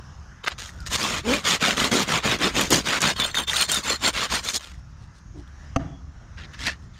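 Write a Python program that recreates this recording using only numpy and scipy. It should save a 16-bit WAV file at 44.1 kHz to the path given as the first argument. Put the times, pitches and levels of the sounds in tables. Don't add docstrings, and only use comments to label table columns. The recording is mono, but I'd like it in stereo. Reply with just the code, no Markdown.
import sys
import numpy as np
from scipy import signal
from scipy.fft import rfft, irfft
from scipy.io import wavfile
from scipy.ndimage import uniform_filter1d

SR = 44100
rng = np.random.default_rng(int(sys.argv[2]) if len(sys.argv) > 2 else 0)


def wav_out(sig):
    wavfile.write(sys.argv[1], SR, np.round(np.clip(np.atleast_2d(sig).T, -1, 1) * 32767).astype(np.int16))


N = 308259

# bite in seconds, hold in seconds, level at the bite in dB, level at the end of the
# hold in dB, rise in seconds, fade in seconds, grit in dB, judder in dB, kerf resonance in Hz.
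STROKE_ROWS = [(0.944, 0.013, -24.5, -22, 0.044, 0.012, 0, -10.5, 2500),
               (1.025, 0.15, -23.5, -27.5, 0.067, 0.043, -6, -9, 2500),
               (1.297, 0.043, -25.5, -24.0, 0.055, 0.083, -7, -3, 2120),
               (1.478, 0.059, -19.5, -19.5, 0.04, 0.044, -4.5, -13.5, 2330),
               (1.63, 0.067, -20, -19, 0.031, 0.062, -10, -7.5, 2260),
               (1.78, 0.056, -22.5, -19.5, 0.021, 0.07, -7.5, -9, 2690),
               (1.919, 0.1, -21.5, -21.5, 0.0075, 0.035, -4.5, -3, 2380),
               (2.119, 0.048, -21.5, -20.5, 0.061, 0.043, -10, -7, 2110),
               (2.26, 0.076, -21.5, -21.5, 0.036, 0.038, -9.5, -6.5, 1930),
               (2.433, 0.0048, -21.5, -20, 0.046, 0.08, -9, -4.5, 1400),
               (2.58, 0.021, -21.5, -22.0, 0.044, 0.082, -4.5, -3.5, 2290),
               (2.735, 0.044, -21, -28, 0.037, 0.049, 3.5, 3.5, 1490),
               (2.89, 0.092, -21.5, -25, 0.048, 0.013, -7.5, -11, 1870),
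               (3.045, 0.053, -20.5, -23, 0.052, 0.047, -5.5, -6, 1440),
               (3.166, 0.028, -32, -36.5, 0.011, 0.0086, -12, -7.5, 3400),
               (3.205, 0.004, -23, -23, 0.017, 0.11, -19, -14, 3360),
               (3.349, 0.004, -38, -26.5, 0.012, 0.01, -16, -19.5, 2000),
               (3.393, 0.032, -22.5, -31.5, 0.033, 0.028, -23, -9, 2220),
               (3.481, 0.13, -31, -22.0, 0.013, 0.054, -5, -22, 3080),
               (3.694, 0.08, -26.5, -27, 0.014, 0.047, -1, -10, 3730),
               (3.856, 0.043, -29, -22, 0.031, 0.071, -5.5, -13, 3200),
               (4.059, 0.029, -18.5, -20, 0.05, 0.025, -7, -14, 2600),
               (4.167, 0.081, -24.0, -23, 0.038, 0.028, -9.5, -17.5, 2070),
               (4.338, 0.039, -21, -26, 0.049, 0.036, -5.5, -10.5, 2660),
               (4.453, 0.038, -31.5, -29, 0.031, 0.041, 0.5, -19.5, 4000),
               (4.542, 0.026, -33, -31.5, 0.012, 0.017, 8.5, -8, 3800)]
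# frequency in Hz, density in dB per Hz.
TORN_CELLS = [(210, -10), (350, -6), (602, -2), (777, -4), (1070, 2.5), (1810, 1.5), (3590, -1),
              (5890, -11.5), (6910, -9.5), (7600, -18), (8780, -17.5), (11000, -33.5), (12700, -26),
              (15800, -43)]


def amp(db):
    return 10 ** (np.asarray(db) / 20)


def even(x):
    return x / np.sqrt(np.mean(x ** 2) + 1e-20)


def read(points, hz):
    f, value = np.transpose(points)
    return np.interp(np.log(hz + 1), np.log(f + 1), value)


def track(rows, index):
    rows = np.array(rows)
    return np.interp(np.arange(N) / SR, rows[:, 0], rows[:, index])


def split(x, order, hz):
    return [signal.sosfilt(signal.butter(order, hz, kind, fs=SR, output="sos"), x) for kind in ("low", "high")]


def drift(samples, count):
    x = rng.standard_normal((count, N // 32 + 1))
    width = max(int(samples / 32), 1)
    smooth = even(uniform_filter1d(uniform_filter1d(x, width), width))
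    return np.repeat(smooth, 32, axis=1)[:, :N]


def colour(x, points):
    log_gain = np.log(amp(read(points, abs(np.fft.fftfreq(4096, 1 / SR)))))
    taps = np.fft.ifft(np.exp(np.conj(signal.hilbert(log_gain)))).real[:2048]
    return signal.oaconvolve(x, taps[None], axes=1)[:, :N]


def resonate(x, hz, width_hz):
    turn = np.exp(2j * np.pi * np.cumsum(hz * np.ones(N)) / SR)
    r = np.exp(-np.pi * width_hz / SR)
    return 2 * (turn * signal.lfilter([1 - r], [1, -r], x / turn)).real


def patchy(x, depth_db, bins, frames):
    z = signal.stft(x, nperseg=512, noverlap=384)[2]
    patches = rng.standard_normal(z.shape[1:])
    patches = even(uniform_filter1d(uniform_filter1d(patches, int(bins), 0), int(frames), 1))
    return signal.istft(z * amp(depth_db * patches), nperseg=512, noverlap=384)[1][:, :N]


def crackle(per_s, spread_db, clump_db):
    size = amp(spread_db * np.minimum(rng.exponential(1, N), 3))
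    bursts = size * (rng.random(N) < per_s / SR)
    clumps = np.tanh(drift(70, count=1)[0])
    return even(bursts * amp(clump_db * clumps) * rng.standard_normal((2, N)))


def scrape(grit_db, bursts, points):
    body = patchy(colour(bursts, points), depth_db=3.5, bins=2.8, frames=8.8)
    low, high = split(body, 4, 5500)
    return even(low) + amp(grit_db) * even(high)


def envelope(rows):
    t, out = np.arange(N) / SR, np.zeros(N)
    for s, hold, first_db, last_db, rise, fade, *_ in rows:
        edge = np.maximum(s - t, 0) / rise + np.maximum(t - s - hold, 0) / fade
        out += amp(np.interp(t, (s, s + hold), (first_db, last_db)) - 20 * edge ** 2)
    return out


def held(rows, index, grows=0):
    rows = np.array(rows)
    s = np.stack([rows[:, 0], rows[:, 0] + rows[:, 1]], 1).ravel()
    value = np.stack([rows[:, index] - grows / 2, rows[:, index] + grows / 2], 1).ravel()
    return np.interp(np.arange(N) / SR, s, value)


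def glides(rows):
    arch_db, bend = 22.5, .6
    t, hz, gain = np.arange(N) / SR, np.zeros(N), np.zeros(N)
    for s, length, first_hz, last_hz, db in rows:
        u = (t - s) / length
        on = (u > 0) & (u < 1)
        hz += on * (first_hz + (last_hz - first_hz) * abs(u) ** bend)
        gain += on * amp(db - arch_db * np.minimum((2 * u - 1) ** 2, 1))
    return hz, uniform_filter1d(gain, 200)


def narrow_noise(hz, width_hz):
    return even(resonate(resonate(rng.standard_normal(N), hz, width_hz), hz, width_hz))


def yard():
    # frequency in Hz, density in dB per Hz.
    spectrum = [(12, -48.5), (30, -2.5), (52, -15), (67, 4), (85, -7.5), (150, -11), (230, -23.5),
                (450, -40), (700, -38), (1200, -32.5), (1700, -33.5), (2300, -44), (4500, -48), (5200, -42),
                (6700, -42.5), (7600, -57.5), (15800, -77)]
    # time in seconds, relative level in dB.
    level_rows = [(0, -44.5), (4.6, -47), (5.8, -44), (6.99, -47)]
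    # time in seconds, gain in dB.
    hiss_rows = [(0, 8), (.4, 4.5), (.75, 6.5), (4.7, 4.5), (5.4, 1.5), (5.65, 7), (6.05, 0), (6.6, 9),
                 (6.99, 1.5)]
    frames, hz = N // 512 + 5, np.fft.rfftfreq(2048, 1 / SR)
    a, b, c, d, patches = rng.standard_normal((frames, 1025, 5)).T
    patches = even(uniform_filter1d(uniform_filter1d(patches, 20, 0), 10, 1))
    z = np.array([a + 1j * b, c + 1j * d]) * amp(read(spectrum, hz)[:, None] + 2.24 * patches)
    air = even(signal.istft(z, nperseg=2048, noverlap=1536)[1][:, :N])
    rumble, hiss = split(air, 2, 400)
    return amp(track(level_rows, 1) + 3.5) * (rumble - amp(track(hiss_rows, 1)) * hiss)


def blade_ring():
    # frequency in Hz, relative bandwidth (scaled below), relative level in dB.
    modes = [(2080, 190, -21.5), (3180, 140, -2), (3617, 61, 1.5), (4280, 140, 1), (5060, 59.4, -25.5),
             (6190, 100, -5), (6860, 98, -9), (7300, 34, -5), (8570, 110, -7), (9400, 110, -16)]
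    # time in seconds, level in dB.
    ring_rows = [(0.4, -21.5), (1.2, -14.5), (3.0, -21), (3.2, -0.5), (3.85, -0.5), (4.3, -9.5),
                 (4.7, -4.5)]
    drive = crackle(per_s=3100, spread_db=7.5, clump_db=-7.0)
    sway = np.tanh(drift(1500, count=2 * len(modes)))
    ring = 0
    for (hz, width, db), a, b in zip(modes, sway[::2], sway[1::2]):
        mode = resonate(drive, hz * (1 + 0.027 * b), 0.68 * width)
        ring = ring + amp(db + 13.0 * a) * mode * np.sqrt(100 / width)
    return even(ring) * amp(track(ring_rows, 1))


def touches(ring):
    # start in seconds, hold in seconds, level in dB, level at the end in dB, rise in seconds,
    # fade in seconds, brightness in dB.
    touch_rows = [(0.442, 0.0094, -34, -40.5, .008, 0.012, -16.5),
                  (0.468, 0.0077, -29.5, -22.5, 0.01, 0.016, -18.5),
                  (0.512, 0.0053, -32.5, -32, .02, 0.026, -22.5),
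                  (0.587, 0.084, -37, -46, 0.0069, 0.04, -0.5), (0.7, 0.13, -65.5, -63.5, .03, .03, 3.5),
                  (0.867, 0.0033, -33.5, -39.5, 0.0085, 0.023, 3.5), (4.6, 0.035, -43.5, -46, .01, .13, -4)]
    bursts = crackle(per_s=1700, spread_db=-1.0, clump_db=2.5)
    return envelope(touch_rows) * (scrape(held(touch_rows, 6), bursts, TORN_CELLS) + ring)


def clicks():
    # time in seconds, relative peak in dB, colour in Hz.
    click_rows = [(0.446, -22.5, 1150), (0.48, -13, 1100), (0.585, -32.5, 4670), (0.692, -27, 1860),
                  (0.804, -28, 4870), (0.866, -33, 4440), (0.931, -9.5, 6330), (0.955, -12.5, 4650),
                  (1.03, -9.5, 5100), (1.053, -20.5, 1120), (1.337, -7.5, 2400), (1.771, -12.5, 3280),
                  (1.801, -8, 3030), (1.844, -7.5, 3730), (1.941, -11, 9400), (2.032, -15, 13000),
                  (2.083, -17, 6940), (2.388, -19, 6000), (2.446, -21, 1210), (2.609, -10, 3340),
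                  (2.611, -2.5, 12300), (2.705, 3, 12500), (2.727, -7.5, 1060), (3.006, -9.5, 7000),
                  (3.018, -3, 6930), (3.2, -6, 3680), (3.345, -12, 1900), (3.373, -12.5, 1500),
                  (3.393, -18.5, 3570), (3.533, -9.5, 1930), (3.567, -5, 3640), (3.606, -12.5, 3160),
                  (3.628, -6.5, 3100), (3.717, 3, 8760), (3.745, 0, 8800), (4.488, -8.5, 3900),
                  (4.544, -15, 5030), (4.562, -7, 5140), (4.643, -26.5, 3500), (4.714, -41, 7020),
                  (4.744, -39, 1960), (4.79, -45, 1014), (4.899, -48.5, 1590), (5.477, -43.5, 3400),
                  (6.534, -34.5, 1930), (6.668, -11.5, 4000)]
    out, t = np.zeros((2, N + 2000)), np.arange(1500) / SR
    noise = rng.standard_normal((len(click_rows), 2, len(t)))
    for (s, db, hz), raw in zip(click_rows, noise):
        puff = signal.lfilter([1, -1], [1, -.6, .3], raw) * amp(-60 * t / 0.048)
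        t60_s = min(0.0097, 30 / hz)
        crack = np.sin(2 * np.pi * hz * t) * amp(-60 * t / t60_s) * np.minimum(t / 0.00019, 1)
        out[:, round(s * SR):][:, :len(t)] += amp(db) * (crack + 0.18 * puff)
    soft = signal.lfilter([.5, .5], 1, out[:, :N])
    return signal.sosfilt(signal.butter(1, 7000, fs=SR, output="sos"), soft)


def fuzzy_tone():
    # time in seconds, pitch in Hz, level in dB.
    whine_rows = [(.66, 1354, -73), (.72, 1360, -54), (.765, 1530, -54), (.81, 1440, -51.5),
                  (.86, 1300, -54), (.93, 1370, -55)]
    t = np.arange(N) / SR
    on = (t >= whine_rows[0][0]) & (t < whine_rows[-1][0])
    gain = amp(track(whine_rows, 2)) * uniform_filter1d(on * 1., 400)
    return gain * narrow_noise(track(whine_rows, 1), 110)


def tear():
    cells = crackle(per_s=16000, spread_db=2.0, clump_db=3.0)
    kerf_hz = held(STROKE_ROWS, 8)
    kerf = resonate(resonate(cells, kerf_hz, 2200), kerf_hz, 2300)
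    return scrape(held(STROKE_ROWS, 6, grows=-0.5), cells, TORN_CELLS) + amp(-12.5) * even(kerf)


def judder():
    hz = 200 * np.exp(0.19 * drift(2500, count=1)[0])
    drive = crackle(per_s=900, spread_db=0.5, clump_db=-2.0)
    shake = even(resonate(resonate(drive, hz, 200), hz, 270))
    shake = shake + amp(-2.5) * even(resonate(drive, 394, 250.4))
    return amp(held(STROKE_ROWS, 7, grows=-1.5)) * even(shake)


def groan():
    # start in seconds, length in seconds, first pitch in Hz, last pitch in Hz, relative level in dB.
    groan_rows = [(1.235, .14, 170, 310.7, -25), (2.425, 0.068, 130, 222, -30),
                  (2.72, 0.065, 95, 198, -30.5)]
    hz, gain = glides(groan_rows)
    turns = np.cumsum(hz * (1 + 0.065 * drift(150, count=1)[0])) / SR
    harmonics_db = (3.5, 2.5, -11.5, -9.0)
    return gain * sum(amp(db) * np.cos(2 * np.pi * k * turns) for k, db in enumerate(harmonics_db, 1))


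def saw():
    ring = blade_ring()
    stroke = envelope(STROKE_ROWS) * (amp(-2.5) * tear() + ring + judder())
    return touches(ring) + stroke + groan()


def rustles():
    # centre in seconds, level in dB, length in seconds.
    swishes = [(4.787, -62.5, 0.027), (5.034, -62, 0.088), (5.173, -57, 0.055), (5.398, -59.5, 0.072),
               (5.64, -68, 0.064), (6.833, -62.5, 0.05)]
    t = np.arange(N) / SR
    swell = sum(amp(db) * np.exp(-((t - s) / (length / 2)) ** 2) for s, db, length in swishes)
    spectrum = [(300, 0), (1500, -17), (4000, -4), (9000, -14.5), (14000, -35)]  # Hz, dB
    return swell * even(colour(crackle(per_s=8000, spread_db=5.0, clump_db=-4.5), spectrum))


def scuff():
    # start in seconds, hold in seconds, level in dB, level at the end in dB, rise in seconds,
    # fade in seconds.
    scuff_rows = [(5.362, 0.031, -46, -44.5, 0.022, 0.039)]
    noise = rng.standard_normal(N)
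    low = resonate(resonate(noise, 260, 180), 290, 161)
    upper = resonate(resonate(noise, 520, 400), 650, 400)
    return envelope(scuff_rows) * even(low + 0.13 * upper)


def knock():
    # time in seconds, relative peak in dB, contact decay in seconds, tilt in dB per octave.
    blows = [(5.761, -8.5, 0.0023, 4), (5.764, -4, .003, 1.5), (5.794, -19.5, 0.074, -3)]
    # frequency in Hz, relative level in dB, t60 in seconds.
    wood_modes = [(66.7, -7, 0.098), (148.2, 14.5, 0.028), (275, 8.5, 0.09), (550, 3, 0.018),
                  (674, 4.5, 0.069), (765, 2.5, 0.051), (910, -9, 0.025), (1220, 9, 0.011),
                  (1767, 0, 0.0061), (2745, -2.5, 0.012), (4530, -10, .008), (6070, -8.5, 0.0061)]
    out, t = np.zeros((2, N)), np.arange(SR // 2) / SR
    for s, db, contact, tilt_db in blows:
        ring = sum(amp(d + tilt_db * np.log2(hz / 200) - 60 * t / t60) * np.sin(2 * np.pi * hz * t)
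                   for hz, d, t60 in wood_modes)
        rough = rng.standard_normal(len(t)) + 0.31 * rng.standard_normal((2, len(t)))
        blow = rough * np.exp(-t / contact)
        blow[:, 0] += 3.
        hit = signal.fftconvolve(blow, ring[None], axes=1)[:, :len(t)]
        out[:, round(s * SR):][:, :len(t)] += amp(db) * hit / abs(hit).max()
    left = np.imag(signal.hilbert(out[0])) * 0.87 + out[0] * 0.86
    left = signal.lfilter(*signal.butter(1, 90, "high", fs=SR), left)
    return signal.lfilter(*signal.butter(2, 7000, fs=SR), np.array([amp(-2.5) * left, out[1]]))


def bird():
    # start in seconds, length in seconds, first pitch in Hz, last pitch in Hz, top level in dB.
    chirp_rows = [(5.82, .22, 3400, 3330, -53)]
    hz, gain = glides(chirp_rows)
    return gain * narrow_noise(hz + 1, 120)


def fingers():
    # start in seconds, hold in seconds, level in dB, level at the end in dB, rise in seconds,
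    # fade in seconds, brightness in dB.
    finger_rows = [(6.385, 0.067, -42.5, -43.5, 0.0155, .014, -19),
                   (6.525, 0.017, -57.5, -44, .02, 0.028, -11),
                   (6.595, 0.077, -39.5, -30, 0.02, 0.071, -6.5),
                   (6.669, 0.019, -25, -29, 0.0054, 0.012, -11), (6.95, 0.038, -59, -55, .03, .05, -7)]
    # frequency in Hz, density in dB per Hz.
    rubbed_foam = [(240, -15.5), (400, -25.5), (1050, -22), (1390, -15.5), (1500, -16.5), (1780, -10),
                   (2420, -15.5), (4090, -22), (8300, -42), (15800, -64)]
    bursts = crackle(per_s=11000, spread_db=1.5, clump_db=4.0)
    return envelope(finger_rows) * scrape(held(finger_rows, 6), bursts, rubbed_foam)


def squeak():
    # start in seconds, length in seconds, first pitch in Hz, last pitch in Hz, relative level in dB.
    squeak_rows = [(6.675, .035, 2300, 1450, -20)]
    hz, gain = glides(squeak_rows)
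    return gain * narrow_noise(hz + 1, 250)


def ports(pair, same, near):
    # frequency in Hz, left minus right in dB.
    lean_rows = [(6000, 0), (9000, 0), (13000, -5.5)]
    # frequency in Hz, phase by which left leads in radians.
    lead_rows = [(100, 0.25), (1000, -0.17), (8500, -0.44), (11500, -0.63)]
    hz, (a, b) = np.fft.rfftfreq(N, 1 / SR), rfft(pair)
    c = np.clip(read(same, hz), -1, 1)
    lean = (amp(read(lean_rows, hz)) * np.exp(1j * read(lead_rows, hz))) ** (near / 2)
    return irfft(np.array([a * lean, (c * a + np.sqrt(1 - c ** 2) * b) / lean]), N)


def scene():
    # frequency in Hz, correlation from 0 to 1.
    same_near = [(60, 1), (600, 0.94), (3500, 1), (7000, 0.83), (10000, 0.41), (15000, .4)]
    # frequency in Hz, correlation from 0 to 1.
    same_yard = [(60, 0.97), (500, 0.97), (3000, .65), (6000, 0.49), (15000, .4)]
    near = saw() + clicks() + fuzzy_tone() + rustles() + scuff() + bird() + fingers() + squeak()
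    near = signal.sosfilt(signal.butter(2, 90, "high", fs=SR, output="sos"), near)
    return ports(near, same_near, near=1.0) + knock() + ports(yard(), same_yard, near=0)


def record(dry):
    # time in seconds, bass width in dB, middle width in dB.
    width_rows = [(0, -38, -22), (.9, -28, -28), (1.3, -15.5, -51), (2.15, -9.5, -31), (2.3, -10, -6.5),
                  (2.98, -3, -4.5), (3.05, -7, -42), (3.3, -7.5, -38), (3.4, -3, -6), (4.6, 1.5, 3),
                  (5.95, 7.5, 2.5), (6.3, -25, -21), (6.99, -40, -59)]
    knees_hz = (900, 9900)
    mid, side = (dry[0] + dry[1]) / 2, (dry[0] - dry[1]) / 2
    spectrum, hz = rfft(side), np.fft.rfftfreq(N, 1 / SR)
    bass, below_top = (irfft(spectrum * (hz < knee_hz), N) for knee_hz in knees_hz)
    top, middle = side - below_top, below_top - bass
    side = top + amp(track(width_rows, 1)) * bass + amp(track(width_rows, 2)) * middle
    edge = signal.firwin(511, 15750, window=("kaiser", 9), fs=SR)
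    return signal.oaconvolve(np.array([mid + side, mid - side]), edge[None], "same")


dry = scene()
out = record(dry)
wav_out(out)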